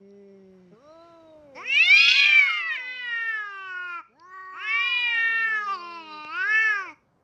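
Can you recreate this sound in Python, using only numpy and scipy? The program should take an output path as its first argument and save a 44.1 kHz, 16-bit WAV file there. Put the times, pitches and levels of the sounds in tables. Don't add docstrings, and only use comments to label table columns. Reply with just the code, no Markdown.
import sys
import numpy as np
from scipy import signal
from scipy.io import wavfile
from scipy.ndimage import uniform_filter1d

SR = 44100
rng = np.random.default_rng(int(sys.argv[2]) if len(sys.argv) > 2 else 0)


def invert_db(level):
    return 10 ** (np.asarray(level, dtype=float) / 20)


def inscribe(sig):
    pcm = np.round(np.clip(np.atleast_2d(sig).T, -1, 1) * 32767)
    wavfile.write(sys.argv[1], SR, pcm.astype(np.int16))


N = 318843
STEP = 64


def rms_one(x):
    return x / np.sqrt(np.mean(x ** 2, axis=-1, keepdims=True) + 1e-20)


def columns(rows, t):
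    s, *values = np.transpose(rows)
    return [np.interp(t, s, v) for v in values]


def band(x, low_hz, high_hz, rate=SR):
    sos = signal.butter(2, [low_hz, high_hz], "band", fs=rate, output="sos")
    return rms_one(signal.sosfilt(sos, x))


def high_pass(x, order, hz):
    return signal.sosfilt(signal.butter(order, hz, "high", fs=SR, output="sos"), x)


def resonance(f, hz, width):
    return (f * width) ** 2 / ((hz ** 2 - f ** 2) ** 2 + (f * width) ** 2)


def shape(phrases, throat, side, rest_hz, lift):
    start, end = phrases[0][0], phrases[-1][0]
    t = np.append(np.arange(start, end, .005), end)
    hz, db, mouth_hz, tongue_db = columns(phrases, t)
    chest_db, throat_hz, throat_db = columns(throat, t)
    gap_hz, depth, palate_hz, palate_db = columns(side, t)
    palate_db = palate_db - np.clip(abs(np.gradient(palate_hz, t)) / 900 - 16, 0, 35)
    slack, slack_s = 0.17, 0.17
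    tense = 1 - slack * np.exp(-np.minimum(t - t[0], t[-1] - t) / slack_s)
    knee = 0.67
    tongue_hz = rest_hz * tense + lift * np.maximum(0, mouth_hz - knee * rest_hz)
    mouth = np.c_[t, chest_db, gap_hz, np.clip(depth, 0, .97), mouth_hz, db, tongue_hz, db + tongue_db,
                  throat_hz, db + throat_db, palate_hz, db + palate_db]
    return np.c_[t, hz], mouth


def swallowed(f, gap_hz, depth, mouth_hz, tongue_hz, nose):
    valley = np.clip((tongue_hz - mouth_hz - 800) / 900, 0, .45)
    left = 1 - depth * resonance(f, gap_hz, 1300)
    left = left * (1 - valley * resonance(f, np.sqrt(mouth_hz * tongue_hz), 590))
    left = left * (1 - nose * resonance(f, 745, 180.0))
    left = left * (1 - 0.5 * resonance(f, 6700, 880))
    return left * (1 - 1.2 * resonance(f, 9000, 1100))


def unsteady(f, k, mouth_hz, flap, flutter, breath, shimmer_db):
    slowly, hiss = rng.standard_normal((2, len(f)))
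    depth_db = shimmer_db * min(k, 12) + 2.8 * np.clip(f / 5500 - 1, 0, 1)
    wobble = invert_db(depth_db * band(slowly, 1.2, 10.0, rate=SR / STEP))
    wobble = wobble * invert_db(2.5 * np.minimum(f / 5000, 1.5) * band(hiss, 14, 55, rate=SR / STEP))
    wobble = wobble + (breath + 1.1 * flutter) * np.minimum(f / 3500, 1.4) ** 2 * hiss
    wobble = wobble * (1 + .75 * flap * resonance(f, mouth_hz, 900))
    return wobble * (1 + .4 * np.roll(flap, k))


def call(pitch, mouth, widths, chest_slope, beat, flutter, jitter, shimmer_db, breath, leak_db, nose):
    at = np.arange(round(pitch[0][0] * SR), min(N, round(pitch[-1][0] * SR)))
    t = at / SR
    beat, flutter = beat[at], flutter[at]
    hz = uniform_filter1d(columns(pitch, t)[0], size=600)
    hz = hz * (1 + jitter * band(rng.standard_normal(len(t)), 1.4, 60))
    phase = 2 * np.pi * np.cumsum(hz) / SR

    fast, slow = rng.standard_normal((2, len(t)))
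    turn = 2 * np.pi * np.cumsum(245 + 40 * band(fast, 10, 80)) / SR
    flap = (np.cos(turn) + .65 * np.cos(turn / 2) + .45 * band(slow, 60, 450)) * flutter
    swell = 1 + 2 * beat * np.cos(phase / 3)
    slip = .2 * beat * np.sin(phase / 3)
    phase = phase + .14 * np.roll(flap, 44) + .05 * flutter * band(fast, 60, 300) + slip

    coarse = t[::STEP]
    coarse_hz = hz[::STEP]
    (chest_db, gap_hz, depth, mouth_hz, mouth_db, tongue_hz, tongue_db,
     throat_hz, throat_db, palate_hz, palate_db) = columns(mouth, coarse)
    resonances = [(mouth_hz, mouth_db), (tongue_hz, tongue_db), (throat_hz, throat_db),
                  (palate_hz, palate_db)]
    glide = uniform_filter1d(abs(np.gradient(np.log(coarse_hz), coarse)), size=30)
    breath = breath + 0.02 * np.minimum(glide, 3)

    out = np.zeros(len(t))
    for k in range(1, int(9000 / hz.min())):
        f = k * coarse_hz
        chest = invert_db(chest_db) / k ** chest_slope
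        leak = invert_db(mouth_db + leak_db)
        power = chest ** 2 + leak ** 2
        for (centre, db), width in zip(resonances, widths):
            power = power + (invert_db(db) * resonance(f, centre, width)) ** 2
        power = power * swallowed(f, gap_hz, depth, mouth_hz, tongue_hz, nose) ** 2
        wobble = unsteady(f, k, mouth_hz, flap[::STEP], flutter[::STEP], breath, shimmer_db)
        dull = 1 / (1 + (f / 6800) ** 3.5)
        size = np.sqrt(power) * wobble * dull * (f < 15000)
        out += np.interp(t, coarse, size) * np.cos(k * phase + k * k * .4)

    torn_air = band(band(slow, 3300, 6400), 3300, 6400)
    out = out + invert_db(-17) * flutter * uniform_filter1d(abs(out), size=90) * torn_air
    fade = np.clip(np.minimum(t - t[0], t[-1] - t) / .012, 0, 1)
    full = np.zeros(N)
    full[at] = out * swell * fade
    return full


# ([Hz], [Hz], [Hz], [Hz])
RESONANCE_WIDTHS = [
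    [398, 455, 760, 360],
    [230, 180, 220, 500],
]
# (time [s], pitch [Hz], level [dB], mouth resonance [Hz], tongue against mouth [dB])
FAR_HUM = [(0, 196, -52, 394, -29), (.17, 201, -49, 406, -32), (0.361, 195, -50.5, 404, -24),
           (.61, 183.8, -54.5, 366, -40), (.7, 177, -58, 346, -24), (.76, 158.6, -70, 351, -24)]
FAR_MEW = [(.71, 204.6, -50, 535, -36), (0.752, 207.6, -54, 352, -9), (0.801, 249, -58.5, 480, -2),
           (0.829, 284.4, -52.5, 470, -4.5), (0.94, 326, -47.5, 720, -10), (1.07, 339.4, -46, 793, -9),
           (1.238, 324.4, -49.5, 723, -15), (1.429, 298.8, -50, 548, -44), (1.558, 257, -49, 466, -36),
           (1.591, 243.4, -50, 567, -35)]
FAR_ANSWER = [(1.699, 254, -58, 519, -30.5), (1.788, 297, -59.5, 1220, -32), (1.889, 394, -45, 1315, -37.5),
              (2.081, 465.5, -36.5, 1396, -54), (2.17, 553.5, -22, 1430, -54), (2.3, 599.5, -21, 1566, -44),
              (2.375, 600.7, -21, 1574, -44.5), (2.466, 556.4, -23.5, 1339, -32.5),
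              (2.498, 445.5, -27, 1419, -18), (2.529, 421.8, -34.5, 1324, -42)]
FAR_SINK = [(2.699, 359, -47.5, 1116, -16), (2.78, 338.6, -43.5, 870, -30), (2.849, 295, -55.5, 880, 2.5),
            (2.909, 287.5, -60, 910, -21), (2.962, 260.8, -59, 940, -20), (3.111, 231.6, -54.5, 970, -14.5),
            (3.161, 190, -73, 900, -25)]
FAR_CRY = [(4.084, 202, -65, 300, -16), (4.125, 225.3, -64, 557, -16), (4.186, 315.3, -54.5, 817, -5.5),
           (4.265, 366, -45, 1190, -16), (4.345, 378.7, -36.5, 1240, -7), (4.644, 370.3, -40, 1173, -10.5),
           (4.776, 383.7, -34, 1183, -11), (4.875, 366.4, -30, 1217, -23),
           (4.974, 328.5, -40.5, 1068, -10.5)]
FAR_GROAN = [(5.052, 316, -42.5, 1006, -21.5), (5.137, 303, -44.5, 870, -33.5), (5.207, 265, -50, 740, -23),
             (5.39, 222, -64.5, 398, -7.5), (5.485, 212.1, -55.5, 406, -20.5),
             (5.696, 215.6, -56, 384.8, -26), (5.936, 214, -56.5, 364, -5), (6.166, 201, -53.5, 360, -5),
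             (6.218, 181, -72, 364, -22)]
# (time [s], chest level [dB], throat resonance [Hz], throat against mouth [dB])
FAR_POSTURE = [(0, -53.5, 5600, -32.5), (.74, -54.5, 5500, -29.5), (.765, -67, 3900, -26),
               (.86, -62, 3960, -21), (.92, -59, 4080, -15.5), (1.3, -57, 3780, -24.5),
               (1.55, -61.5, 3739, -39.5), (2.4, -63, 3693, -58), (3.16, -68.5, 3837, -36.5),
               (4.09, -72, 4310, -28.5), (4.2, -65.5, 4300, -19.5), (4.3, -62, 4700, -32),
               (4.55, -61, 4500, -33.5), (5.4, -61.5, 6800, -34.5), (6.22, -64.5, 6800, -37)]
# (time [s], swallowed band [Hz], depth [0-1], palate resonance [Hz], palate against mouth [dB])
FAR_CAVITIES = [(0, 1140, 0.91, 2110, -28), (.7, 1150, 0.35, 2010, -26), (.85, 2000, 0.19, 2430, -31),
                (1.1, 2000, 0.17, 2600, -34), (1.55, 2000, .4, 2207, -25), (2.2, 3400, 0.41, 2322, -2.5),
                (2.35, 3400, .4, 2540, -2), (2.5, 3400, 0.36, 2330, -19.5), (4.09, 3202, .4, 5700, -37.5),
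                (4.23, 3200, 0.33, 5580, -22), (4.29, 3280, 0.37, 6170, -25), (4.33, 3280, 0.28, 6960, -34),
                (4.6, 3310, 0.49, 7060, -38), (5.4, 2010, 0.27, 7100, -46), (6.22, 2006, 0.65, 7030, -43.5)]
# (time [s], level [dB])
NOSE_AIR = [(0, -88), (.7, -80), (1.05, -72.5), (1.5, -83), (1.6, -71), (2.6, -85.5), (4.0, -90),
            (7.23, -100)]


def far_cat():
    breaths = [FAR_HUM, FAR_MEW + FAR_ANSWER + FAR_SINK, FAR_CRY + FAR_GROAN]
    tongue_rest_hz = [2120, 1320, 1900]
    tongue_lift = [1.6, 0.79, 1.5]
    no_beat, calm = np.zeros(N), np.full(N, .015)
    moans = 0
    for phrases, rest_hz, lift in zip(breaths, tongue_rest_hz, tongue_lift):
        pitch, mouth = shape(phrases, FAR_POSTURE, FAR_CAVITIES, rest_hz, lift)
        moans = moans + call(pitch, mouth, RESONANCE_WIDTHS[1], 3.0, no_beat, calm, jitter=0.0054,
                             shimmer_db=0.205, breath=0.08, leak_db=-52, nose=0.1)
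    low, high = rng.standard_normal((2, N))
    hiss = band(low, 1500, 3000) + .45 * band(high, 3800, 6300)
    return moans + invert_db(columns(NOSE_AIR, np.arange(N) / SR)[0]) * hiss


# (delay [s], level [dB])
CLOSE_ECHOES = [
    (.0011, -9),
    (.0027, -11),
]


def mirrored(x):
    top = high_pass(x, 2, 3000)
    return x + sum(invert_db(db) * np.roll(top, round(s * SR)) for s, db in CLOSE_ECHOES)


def yard(x):
    t60_s, level_db = 0.31, -20
    t = np.arange(SR // 2) / SR
    white = rng.standard_normal(len(t))
    tail = band(white, 360, 4500) + 1.1 * band(white, 4200, 6600)
    tail = tail * invert_db(-60 * t / t60_s) * (t > .012)
    return invert_db(level_db) * signal.fftconvolve(x, tail / np.sqrt(np.sum(tail ** 2)))[:N]


# (frequency [Hz], density [dB per Hz])
AIR_COLOUR = [(25, -24.5), (110, -7), (280, -13), (420, -11.5), (700, -18), (1200, -19), (2500, -41.5),
              (5000, -41), (15000, -57)]
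# (time [s], level [dB])
AIR_GAIN = [(0, -73), (1.7, -63.5), (2.5, -76.5), (4.0, -74.5), (5.0, -72), (7.23, -69)]


def air():
    edges = 25 * 2 ** np.arange(0, 9.6, .5)
    white = rng.standard_normal((2, N))
    hz, db = np.transpose(AIR_COLOUR)
    out = 0
    for k, (low, high) in enumerate(zip(edges, edges[1:])):
        slow = band(rng.standard_normal(N // STEP + 1), 0.79, 5.9, rate=SR / STEP)
        level_db = np.interp(np.log(low * high) / 2, np.log(hz), db)
        level_db = level_db + 2.0 * np.repeat(slow, STEP)[:N]
        out = out + invert_db(level_db) * np.sqrt(high - low) * band(white[k % 2], low, high)
    return invert_db(columns(AIR_GAIN, np.arange(N) / SR)[0]) * rms_one(out)


# (time [s], peak level [dB],
# centre [Hz], half width [ratio])
DRY_TICKS = [(.106, -62, 5500, 1.1), (.108, -64, 4000, 1.1), (0.541, -61, 1500, 1.7),
             (1.951, -29, 8610, 2.3), (1.952, -40, 603, 2.16), (2.507, -41.5, 9905, 1.41),
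             (3.07, -42, 2206, 1.32), (3.621, -51, 2814, 1.5), (4.197, -50.5, 4786, 1.06),
             (4.199, -61, 5930, 1.06), (4.2, -53.5, 3200, 1.44), (5.27, -38, 2260, 1.5),
             (6.248, -38, 2300, 1.95), (6.25, -39.5, 300.4, 2.7), (6.362, -53, 9770, 1.4)]


def ticks():
    out = np.zeros(N)
    impulse = np.eye(1, 400)[0]
    for s, db, hz, ratio in DRY_TICKS:
        sos = signal.butter(3, [hz / ratio, hz * ratio], "band", fs=SR, output="sos")
        click = signal.sosfilt(sos, impulse)
        i = round(s * SR)
        out[i:i + 400] += invert_db(db) * click / click.max()
    return out


# (time [s], length [s], centre [Hz], level [dB])
YARD_RUSTLES = [(2.841, 0.18, 610, -74.5), (3.079, 0.15, 1070, -61.5), (3.432, 0.18, 940, -68),
                (4.74, 0.16, 585, -67), (5.188, .2, 1083, -59), (5.24, 0.22, 615, -67),
                (5.72, 0.24, 649.5, -63), (6.785, 0.15, 607, -61.5), (0.779, 0.2, 5620, -76.5),
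                (0.714, 0.052, 1330, -70), (4.0, 0.16, 2370, -71.5), (6.88, 0.066, 2250, -59)]


def rustles():
    out = np.zeros(N)
    for s, length, hz, db in YARD_RUSTLES:
        swell = np.hanning(int(np.clip(length, .02, .45) * SR)) ** .5
        noise = band(rng.standard_normal(SR // 2), hz - 110, hz + 110)[-len(swell):]
        i = round(s * SR)
        out[i:i + len(swell)] += (invert_db(db) * swell * noise)[:N - i]
    return out


# (time [s], pitch [Hz], level [dB], mouth resonance [Hz], tongue against mouth [dB])
NEAR_SCREAM_ONSET = [(1.545, 242.3, -46.5, 570, -8.5), (1.58, 317, -40, 836, -3.5),
                     (1.615, 382, -37, 1180, -7.5), (1.635, 434.5, -45.5, 1409, 8),
                     (1.66, 491, -29.5, 2344, -15), (1.7, 529, -21, 2494, -35.5)]
NEAR_SCREAM_RISE = [(1.756, 574, -10.5, 2585, -42.5), (1.815, 660, -12, 2544, -17),
                    (1.849, 700, -14.5, 2513, -2), (1.894, 736, -7, 2462, -23.5),
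                    (1.936, 793, -12.5, 2372, -6.5), (1.97, 804, -11, 2310, -1),
                    (2.008, 830, -11.5, 2423, -1.5), (2.044, 836.4, -13, 2426, 2.5),
                    (2.085, 840.7, -13, 2401, 1.5)]
NEAR_SCREAM_FALL = [(2.143, 842, -16.5, 2477, 3.5), (2.202, 821.3, -13.5, 2355, 1.5),
                    (2.255, 815, -13.5, 2328, -2.5), (2.319, 786, -14, 2222, -9),
                    (2.386, 777.7, -13, 2274, -23), (2.43, 741.7, -16, 2130, -36),
                    (2.484, 717.3, -18.5, 1934, -14.5)]
NEAR_SCREAM_END = [(2.584, 703, -22.5, 1926, -9), (2.625, 658, -28, 1729, -0.5),
                   (2.684, 655, -23.5, 1750, -7.5), (2.709, 622, -27, 1845, -1.5),
                   (2.745, 609, -23.5, 2036, -5.5), (2.773, 535, -21.5, 2040, -28)]
NEAR_MOAN = [(2.766, 515.6, -31.5, 1900, 4.5), (2.817, 501, -34, 1873, -5), (2.9, 506, -32, 1860, -6.5),
             (2.96, 504.5, -34.5, 1806, 0.5), (3.03, 492, -32.5, 1810, -2.5),
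             (3.137, 465.4, -25.5, 1810, -14), (3.29, 452.2, -25.5, 1777, -17),
             (3.351, 437, -26, 1740, -18.5)]
NEAR_SAG = [(3.448, 413, -30, 1490, -28), (3.53, 395, -33.5, 1400, -17.5), (3.637, 382.3, -34, 1320, -9),
            (3.749, 362.7, -31, 1414, -11), (3.858, 358.5, -32, 1375, -6.5),
            (3.94, 345.8, -32.5, 1360, -5.5), (3.985, 338.2, -34, 1290, -8),
            (4.02, 296, -43.5, 1131, -11.5)]
NEAR_YOWL = [(4.519, 264.2, -54, 1109, -17), (4.558, 318.3, -41, 1271, -23), (4.601, 377, -35.5, 1393, -8),
             (4.635, 419, -34, 1530, 0.5), (4.689, 435.8, -25, 2035, -7), (4.755, 459.5, -20, 2147, -13.5),
             (4.839, 477.8, -22.5, 2265, -10), (4.922, 485.5, -24, 2356, -6.5),
             (5.019, 486, -21.5, 2340, -10.5)]
NEAR_HOLD = [(5.12, 470.7, -20.5, 2135, -14.5), (5.169, 459.6, -21.5, 1900, -8),
             (5.3, 455.4, -21, 1831, -12), (5.401, 453, -22.5, 1712, -8), (5.485, 445.7, -21, 1750, -21),
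             (5.579, 427.3, -22.5, 1630, -17)]
NEAR_MUMBLE = [(5.62, 415.5, -25.5, 1470, -27), (5.656, 412.6, -27, 1347, -35),
               (5.69, 392.2, -23, 1180, -13), (5.725, 398, -20.5, 1190, -19),
               (5.752, 373, -28.5, 1130, -12.5), (5.791, 347, -41.5, 1090, -9),
               (5.812, 349, -38, 1060, -9.5), (5.961, 339, -36, 1061, -9.5),
               (6.048, 314.6, -46, 1040, -0.5), (6.129, 305.6, -39, 1105, -7.5),
               (6.27, 302.8, -39, 1110, -2)]
NEAR_WAIL = [(6.3, 310.8, -36.5, 1197, -8), (6.335, 331.7, -34, 1270, -2.5),
             (6.391, 367.2, -25.5, 1450, -7.5), (6.43, 380, -23.5, 1530, -11),
             (6.465, 410.5, -24, 1590, -27.5), (6.503, 429.5, -20.5, 1743, -15),
             (6.55, 436.4, -18, 1797, -8), (6.629, 443.8, -16.5, 1873, -14)]
NEAR_FADE = [(6.698, 431, -20, 1700, -11.5), (6.799, 387.5, -25.5, 1352, -15),
             (6.85, 359.6, -34.5, 1250, -7.5), (6.902, 310.7, -43, 1060, 2), (6.94, 288.6, -54, 965, -23.5)]
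# (time [s], chest level [dB], throat resonance [Hz], throat against mouth [dB])
NEAR_POSTURE = [(1.545, -51, 5300, -11.5), (1.76, -58, 5767, -35), (1.9, -41, 5080, -22.5),
                (2.05, -78, 5130, -13), (2.3, -46.5, 5250, -36.5), (2.5, -61, 4575, -21.5),
                (2.75, -62.5, 4530, -29), (2.8, -60.5, 5350, -21.5), (3.15, -63, 4920, -34),
                (3.6, -57, 5310, -35), (3.95, -58.5, 4980, -35.5), (4.55, -64, 5580, -37),
                (4.64, -62.5, 5455, -28.5), (4.75, -64.5, 5060, -28), (4.95, -64, 4600, -21),
                (5.3, -58.5, 5500, -57), (5.65, -56, 5260, -28), (5.71, -55, 5160, -35),
                (5.75, -49, 4737, -17.5), (5.8, -51, 4510, -14.5), (5.83, -51, 5105, -23),
                (5.95, -51.5, 5060, -20), (6.12, -50.5, 4850, -21.5), (6.25, -53.5, 5100, -23),
                (6.35, -52.5, 4777, -26.5), (6.6, -51.5, 5640, -32), (6.92, -51, 5086, -24)]
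# (time [s], swallowed band [Hz], depth [0-1], palate resonance [Hz], palate against mouth [dB])
NEAR_CAVITIES = [(1.545, 3630, 0.2, 7800, -42), (1.66, 3698, 1, 7800, -42), (1.78, 4270, 0, 8000, -33.5),
                 (1.88, 6800, 0, 3590, -16), (2.0, 6500, 0.05, 7200, -41.5), (2.15, 6530, 0.02, 7080, -45),
                 (2.3, 6500, 0.5, 7000, -57), (2.6, 4644, 0.23, 3610, -36), (2.78, 4983, 0.66, 3720, -20),
                 (2.95, 5080, 0.27, 3800, -5), (3.25, 4610, 0.46, 3900, -59), (3.4, 4440, 0.65, 5000, -31),
                 (3.55, 3630, 0.04, 6900, -38), (3.72, 3550, 0.94, 6910, -37.5),
                 (3.9, 3300, 0.9, 6900, -46.5), (4.02, 3490, 0.98, 6850, -43.5),
                 (4.52, 4050, 0.95, 2410, -9), (4.58, 3290, 0.5, 2550, -9.5), (4.63, 3330, 1, 2900, 5),
                 (4.72, 4370, 0.5, 3820, -28), (4.9, 4520, 0.4, 4000, -16), (5.1, 4470, 0.29, 3898, -22.5),
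                 (5.3, 4443, 0.77, 3800, -17), (5.45, 4570, 0.4, 3888, -20.5),
                 (5.5, 3680, 0.57, 6500, -47.5), (5.62, 3606, 0.55, 6500, -27.5),
                 (5.66, 1740, 0.63, 6250, -29), (5.76, 1740, 0.6, 6550, -49.5), (5.8, 3650, 0.1, 4200, -22),
                 (5.95, 3520, 0, 4300, -16.5), (6.05, 3526, 0.03, 4050, -15), (6.12, 3460, 0.35, 4000, -7),
                 (6.28, 3522, 0.77, 3950, -9), (6.33, 3340, 0.4, 4550, -19), (6.43, 3500, 0.56, 5350, -40),
                 (6.46, 3300, 0.6, 3750, -31.5), (6.6, 3750, 1, 4400, -36.5), (6.72, 3696, 0.7, 4300, -28),
                 (6.78, 3630, 0.84, 6060, -32.5), (6.92, 3600, 0.64, 5900, -17)]
# (time [s], every-third-cycle beat [0-1], irregular flutter [0-1])
SCREAM_RASP = [(1.65, 0, .04), (1.86, 0, .06), (1.9, 0, .13), (1.955, 0, .12), (1.972, .08, .3),
               (1.995, .1, .3), (2.01, .19, .1), (2.07, .2, .1), (2.085, .05, .55), (2.17, .05, .5),
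               (2.19, .08, .36), (2.27, .1, .33), (2.36, .05, .2), (2.46, .06, .2), (2.49, .18, .15),
               (2.6, .18, .15), (2.63, .06, .05), (2.74, .05, .03), (2.77, 0, .006)]


def near_cat():
    breaths = [NEAR_SCREAM_ONSET + NEAR_SCREAM_RISE + NEAR_SCREAM_FALL + NEAR_SCREAM_END,
               NEAR_MOAN + NEAR_SAG,
               NEAR_YOWL + NEAR_HOLD + NEAR_MUMBLE + NEAR_WAIL + NEAR_FADE]
    tongue_rest_hz = [2600, 2760, 2610]
    tongue_lift = [1.52, 1, 0.71]
    edge_flutter, edge_s = .1, .035
    t = np.arange(N) / SR
    beat, flutter = columns(SCREAM_RASP, t)
    for phrases in breaths:
        for end in (0, -1):
            flutter = flutter + edge_flutter * np.exp(-abs(t - phrases[end][0]) / edge_s)
    calls = 0
    for phrases, rest_hz, lift in zip(breaths, tongue_rest_hz, tongue_lift):
        pitch, mouth = shape(phrases, NEAR_POSTURE, NEAR_CAVITIES, rest_hz, lift)
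        calls = calls + call(pitch, mouth, RESONANCE_WIDTHS[0], 1.2, beat, flutter, jitter=0.00032,
                             shimmer_db=0.1468, breath=.04, leak_db=-61.5, nose=0.46)
    return high_pass(calls, 4, 240)


def scene():
    cats = mirrored(far_cat() + near_cat())
    return (cats + yard(cats) + air() + ticks() + rustles())[None]


def low_pass(x):
    return signal.sosfilt(signal.butter(12, 15800, fs=SR, output="sos"), x)


def record(dry):
    buzz = high_pass(np.abs(dry), 6, 9000)
    x = 1.8 * np.tanh((dry + invert_db(-38.5) * buzz) / 1.354)
    x = signal.sosfilt(signal.cheby2(12, 70, 15700, fs=SR, output="sos"), x)
    return low_pass(x)


dry = scene()
out = record(dry)
inscribe(out)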